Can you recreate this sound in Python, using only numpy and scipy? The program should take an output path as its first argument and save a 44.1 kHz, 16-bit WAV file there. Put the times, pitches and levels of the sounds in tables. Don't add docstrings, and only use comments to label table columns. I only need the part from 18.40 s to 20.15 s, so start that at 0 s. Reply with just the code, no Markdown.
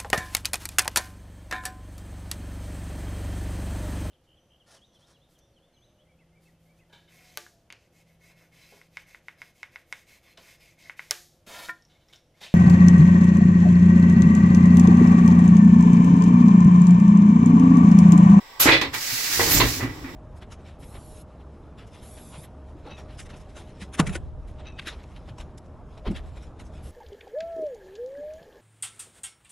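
import sys
import numpy as np
from scipy import signal
from scipy.fft import rfft, irfft
from scipy.io import wavfile
from scipy.ndimage import uniform_filter1d, minimum_filter1d

SR = 44100
rng = np.random.default_rng(int(sys.argv[2]) if len(sys.argv) > 2 else 0)


def wav_out(sig):
    wavfile.write(sys.argv[1], SR, np.round(np.clip(np.atleast_2d(sig).T, -1, 1) * 32767).astype(np.int16))


N = 77175

TIME = np.arange(N) / SR
TAPS = 8192
HZ = np.fft.rfftfreq(TAPS, 1 / SR)


def amp(db):
    return 10 ** (np.asarray(db) / 20)


def evened(x):
    return x / np.sqrt(np.mean(x ** 2) + 1e-20)


def read(points, hz=HZ):
    table_hz, value = np.transpose(points)
    return np.interp(np.log(hz + 1), np.log(table_hz + 1), value)


def rings(table):
    lifts = sum((amp(db) ** 2 - 1) / (1 + (2 * (HZ - hz) / width) ** 2) for hz, width, db in table)
    return np.sqrt(1 + lifts.clip(-.5))


def unit(gain):
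    return gain / np.sqrt(np.mean(gain ** 2))


def colour(x, gain):
    cepstrum = irfft(np.log(np.maximum(gain, 1e-5)))
    cepstrum[1:TAPS // 2] *= 2
    cepstrum[TAPS // 2 + 1:] = 0
    response = irfft(np.exp(rfft(cepstrum)))
    return signal.fftconvolve(x, np.atleast_2d(response), axes=1)[:, :N]


def lean(x, table):
    db = read(table, np.fft.rfftfreq(2 * N, 1 / SR))
    return irfft(rfft(x, 2 * N) * amp([db / 2, -db / 2]))[:, :N]


# (frequency [Hz], left-right correlation [-1 to 1])
CHANNEL_LIKENESS = [(30, .99), (130, 0.89), (300, 0.91), (550, 0.79), (1000, 0.44), (2000, 0.25),
                    (4000, 0.1), (12000, 0.051)]


def pair(x):
    a, b = rfft(x)
    same = np.clip(read(CHANNEL_LIKENESS, np.fft.rfftfreq(N, 1 / SR)), -1, 1)
    mid = a * np.sqrt((1 + same) / 2)
    side = b * np.sqrt((1 - same) / 2)
    return irfft([mid + side, mid - side], N)


def air():
    return pair(rng.standard_normal((2, N)))


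def wet(rate, spread_db, share):
    size = amp(spread_db * np.minimum(rng.exponential(1, N), 4))
    size = size * (rng.random(N) < rate / SR)
    hits = evened(pair(size * rng.choice([-1., 1.], (2, N))))
    share = np.clip(share, 0, 1)
    return np.sqrt(share) * hits + np.sqrt(1 - share) * air()


def flutter(rate_hz, depth_db):
    slow = rfft(rng.standard_normal(N)) / (1 + (np.fft.rfftfreq(N, 1 / SR) / rate_hz) ** 4)
    return amp(depth_db * evened(irfft(slow, N)))


def burst(start, attack, hold, t60):
    t = TIME - start
    fade = np.exp(-np.log(1000) * np.maximum(t - attack - hold, 0) / t60)
    return np.clip(t / attack, 0, 1) * fade


# (frequency [Hz], relative level per Hz [dB])
CARRIAGE_TONE = [(25, 2.5), (45, -12), (100, -31), (200, -16.5), (450, -8.5), (700, -8), (950, -2.5),
                 (1400, -17.5), (2000, -6.5), (2700, -14), (3700, -9.5), (4400, -16), (5400, -9.5),
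                 (6500, -26), (7600, -16), (9100, -31), (10500, -27.5), (13000, -23.5), (15500, -23)]
# (frequency [Hz], width [Hz], lift [dB])
CARRIAGE_RINGS = [(870, 100, 2), (1135, 40, 11.5), (1550, 49, 10), (1960, 61, 6.5)]


def carriage():
    level_db = -46
    return amp(level_db) * colour(air(), unit(amp(read(CARRIAGE_TONE)) * rings(CARRIAGE_RINGS)))


# (time [s], level [dB])
RUMBLE_LEVEL = [(.17, -64), (.24, -43), (.258, -22.5), (.35, -34), (.5, -41.5), (.85, -72), (.94, -46),
                (1.01, -32), (1.13, -29.5), (1.17, -22), (1.23, -21), (1.28, -26.5), (1.35, -39.5),
                (1.45, -30.5), (1.55, -40), (1.75, -40.5)]
# (frequency [Hz], relative level per Hz [dB])
RUMBLE_TONE = [(20, -11), (36, -11.5), (48, 0), (65, 1.5), (92, 1), (150, -2), (210, -11), (290, 0),
               (450, -12.5), (800, -19.5), (2000, -26.5), (3000, -31), (15000, -67)]
# (time [s], attack [s], hold [s], 60 dB fade [s], level [dB], frequency [Hz])
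HEAVE = (1.155, .04, .055, .2, -23.5, 48)


def rumble():
    *shape, db, hz = HEAVE
    heave = amp(db) * burst(*shape) * np.sin(2 * np.pi * hz * (TIME - shape[0]))
    level = amp(np.interp(TIME, *np.transpose(RUMBLE_LEVEL)))
    churn = colour(air() * level, unit(amp(read(RUMBLE_TONE))))
    return heave + churn


# (time [s], attack [s], hold [s], 60 dB fade [s], level [dB], extra treble [dB])
PUFFS = [(0.195, 0.0067, 0.034, 0.057, -18.5, 2.5), (0.218, 0.0076, 0.027, 0.3, -19, -8.5),
         (.412, 0.0017, 0.0043, 0.095, -34.5, -2.5)]
# (frequency [Hz], relative level per Hz [dB])
PUFF_TONE = [(40, -12), (250, -5), (600, -0.5), (1200, -0.5), (4000, 3.5), (7400, 3), (9000, -4.5),
             (10500, 0), (12400, 2), (13200, -5), (15500, -11)]
# (frequency [Hz], width [Hz], lift [dB])
VALVE_RINGS = [(2600, 39, 5), (13000, 360, 6.5)]


def valve():
    tone = unit(amp(read(PUFF_TONE)) * rings(VALVE_RINGS))
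    top = 1 - 1 / (1 + (HZ / 9900) ** 8)
    out = np.zeros((2, N))
    for *shape, db, treble_db in PUFFS:
        out += colour(air() * burst(*shape), tone * amp(db + treble_db * top))
    return out


# (time [s], attack [s], hold [s], 60 dB fade [s], level [dB], frequency [Hz], width [Hz])
WHISTLES = [(0.197, 0.003, 0.01, 0.071, -15.5, 12260, 450),
            (0.202, .008, 0.0072, 0.065, -19.5, 11300, 1000),
            (0.197, 0.003, 0.0051, 0.071, -24.5, 1250, 507), (.274, .005, .016, .08, -13.5, 2000, 380),
            (.274, .005, .045, .10, -20, 2480, 140), (.318, .008, .008, .10, -19, 2060, 180),
            (1.088, 0.019, 0.019, .25, -22, 12300, 3500), (1.108, .02, 0.021, 0.23, -23, 13930, 260),
            (1.129, 0.02, 0.04, .08, -24, 7160, 1100), (1.192, 0.0041, 0.0076, 0.073, -20, 1005, 120),
            (1.393, 0.015, 0.019, 0.24, -36.5, 1983, 50)]


def whistles():
    out = np.zeros((2, N))
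    for *shape, db, hz, width in WHISTLES:
        band = unit(1 / (1 + ((HZ - hz) / width * 2) ** 2))
        out += colour(air() * burst(*shape), amp(db) * band)
    return out


# (time [s], attack [s], hold [s], 60 dB fade [s], level [dB],
# extra bass [dB], extra treble [dB], nearness to the bowl [0-1])
SLUGS = [(.255, 0.0017, 0.009, 0.36, -15.5, 7.5, -13, 0.23), (.271, 0.002, 0.009, 0.2, -12.5, 2, 0.5, 0.6),
         (.311, 0.0076, 0.0085, 0.25, -12.5, 4, 5, 0), (.413, 0.0009, 0.013, 0.17, -21.5, 8, 3, 0.62),
         (.530, 0.0087, 0.0068, 0.17, -24.5, -10, -2.5, 1),
         (.993, 0.0021, 0.008, 0.19, -18.5, 11.5, -10, 1), (1.055, 0.005, 0.035, 0.33, -27, 8.5, -44, 1),
         (1.200, 0.0013, 0.012, 0.2, -18.5, 9, 5, 0.82), (1.243, 0.0017, 0.015, 0.16, -33, 14, 7.5, 0.7),
         (1.392, 0.017, 0.0069, 0.36, -28, 5, -8.5, .7), (1.640, 0.0037, 0.0062, 0.42, -37.5, -5, -13, 0.4)]
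# (frequency [Hz], relative level per Hz [dB])
PIPE_TONE = [(30, -18), (100, -11.5), (210, -15.5), (300, -4.5), (450, -2.5), (700, -4.5), (1000, 0),
             (1450, -2), (2000, 1.5), (2900, -2.5), (4100, -3), (5500, -17), (7500, -31.5), (9000, -37),
             (12500, -39), (15500, -38)]
# (frequency [Hz], width [Hz], lift [dB])
PIPE_RINGS = [(323, 25, 11), (482, 15, 8), (544, 18, 8), (1352, 18, 7), (1682, 25, 7), (1840, 35, 6),
              (1963, 20, 9), (2036, 25, 10), (2170, 20, 7), (2470, 35, 11), (2590, 25, 6), (3461, 20, 7),
              (3640, 40, 5)]
# (frequency [Hz], width [Hz], lift [dB])
BOWL_RINGS = [(352, 20, 6), (455, 30, 8), (808, 20, 10), (885, 20, 6), (1022, 40, 11), (1830, 35, 6),
              (1950, 35, 9)]


def drain():
    low = 1 / (1 + (HZ / 555) ** 4)
    high = 1 - 1 / (1 + (HZ / 2900) ** 6)
    flow = wet(rate=1200, spread_db=3, share=.45) * flutter(rate_hz=100, depth_db=0.82)
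    out = np.zeros((2, N))
    for k, (*shape, db, bass_db, treble_db, near) in enumerate(SLUGS):
        ringing = rings(PIPE_RINGS) ** (1 - near) * rings(BOWL_RINGS) ** near
        tone = unit(amp(read(PIPE_TONE)) * ringing)
        slug = np.roll(flow, k * TAPS, axis=1) * burst(*shape)
        out += colour(slug, tone * amp(db + bass_db * low + treble_db * high))
    return out


# (time [s], attack [s], 60 dB fade [s],
# upper mode [Hz], upper level [dB], lower level [dB])
KNOCKS = [(.256, 0.0026, 0.061, 286, -9, -23.5), (.277, 0.0097, 0.23, 323.6, -16.5, -20.5),
          (0.426, .008, 0.24, 276, -28.5, -47), (.555, 0.0093, 0.16, 266, -50, -38),
          (.722, 0.011, 0.16, 262, -42.5, -33.5), (.897, 0.0053, 0.2, 295, -37.5, -46),
          (.995, 0.0033, 0.085, 277, -23.5, -40), (1.151, .008, 0.1, 273, -28, -43),
          (1.204, 0.004, 0.48, 252, -28.5, -24.5), (1.367, 0.005, .2, 267.4, -30.5, -50),
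          (1.423, 0.008, 0.24, 252, -26.5, -21.5), (1.443, 0.0056, .22, 267.2, -22.5, -46),
          (1.638, 0.013, 0.15, 264.4, -29.5, -60)]


def knocks():
    lower_hz = 117
    out = np.zeros(N)
    for start, attack, t60, upper_hz, upper_db, lower_db in KNOCKS:
        for hz, db in ((upper_hz, upper_db), (lower_hz, lower_db)):
            pitch = hz * flutter(rate_hz=27, depth_db=-0.04)
            turns = np.cumsum(pitch * (TIME > start)) / SR
            out += amp(db) * burst(start, attack, 0, t60) * np.sin(2 * np.pi * turns)
    return out


# (time [s], 60 dB fade [s], level [dB])
CLACKS = [(.4135, .03, -20), (.996, .03, -28), (1.202, .03, -27)]
# (frequency [Hz], relative level per Hz [dB])
CLACK_TONE = [(100, 2), (500, 6), (1000, 5), (2000, 8), (4000, 9), (7000, 1), (9000, -13), (12500, -15),
              (15500, -15)]


def flap():
    blows = sum(amp(db) * burst(start, 0.0014, .001, t60) for start, t60, db in CLACKS)
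    return colour(air() * blows, unit(amp(read(CLACK_TONE)) * rings(BOWL_RINGS)))


# (time [s], level [dB])
RINSE_LEVEL = [(.522, -56), (.544, -27.5), (.575, -32.5), (.63, -28), (.72, -26.5), (.85, -26),
               (.95, -21.5), (1.08, -21.5), (1.17, -19.5), (1.215, -27), (1.29, -27), (1.37, -30.5),
               (1.425, -39.5), (1.48, -51.5), (1.75, -56.5)]
# (frequency [Hz], relative level per Hz [dB])
SPRAY_TONE = [(100, -8), (600, -10.5), (1200, -7), (1900, 1), (2600, -1.5), (3150, -2.5), (4500, 2.5),
              (5700, 2.5), (7600, -2), (8900, -9), (11000, -4), (13500, -5.5), (15500, -6)]
# (frequency [Hz], left minus right [dB])
SPRAY_LEAN = [(500, -2.5), (1000, 2.5), (2000, -3), (3300, -1), (9000, -1.5)]


def rinse():
    flow = wet(rate=5000, spread_db=2, share=0.34) * flutter(rate_hz=67, depth_db=1.0)
    pressure = amp(np.interp(TIME, *np.transpose(RINSE_LEVEL)))
    pressure = pressure * (TIME > RINSE_LEVEL[0][0])
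    return lean(colour(flow * pressure, unit(amp(read(SPRAY_TONE)))), SPRAY_LEAN)


def washroom(x):
    t60, tail_db = .15, -5.5
    echoes = rng.standard_normal((2, N)) * (rng.random((2, N)) < 2500 / SR)
    echoes = pair(echoes) * burst(0.0014, 0.00067, 0, t60)
    echoes = signal.sosfilt(signal.butter(2, 450, "high", fs=SR, output="sos"), echoes)
    tail = signal.fftconvolve(x, echoes / np.linalg.norm(echoes[0]), axes=1)[:, :N]
    return (x + amp(tail_db) * tail) / np.sqrt(1 + amp(tail_db) ** 2)


def scene():
    echoing = washroom(valve() + drain() + flap() + rinse() + whistles() + carriage())
    return echoing + knocks() + rumble()


# (frequency [Hz], left minus right [dB])
MICROPHONE_LEAN = [(40, 5.5), (130, -3), (280, 0), (600, -1), (1000, -3), (2000, -5), (4500, -1.5),
                   (6000, 1.5), (7700, -6), (9400, 7), (11300, 0), (13000, -4), (14500, -9)]


def record(dry):
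    ceiling, edge_hz = .95, 15850
    heard = lean(dry, MICROPHONE_LEAN)
    gain = minimum_filter1d(ceiling / np.maximum(abs(heard).max(0), ceiling), size=200)
    heard = heard * uniform_filter1d(gain, size=200)
    low_pass = signal.firwin(511, edge_hz, window=("kaiser", 9), fs=SR)
    return signal.oaconvolve(heard, low_pass[None], "same")


dry = scene()
out = record(dry)
wav_out(out)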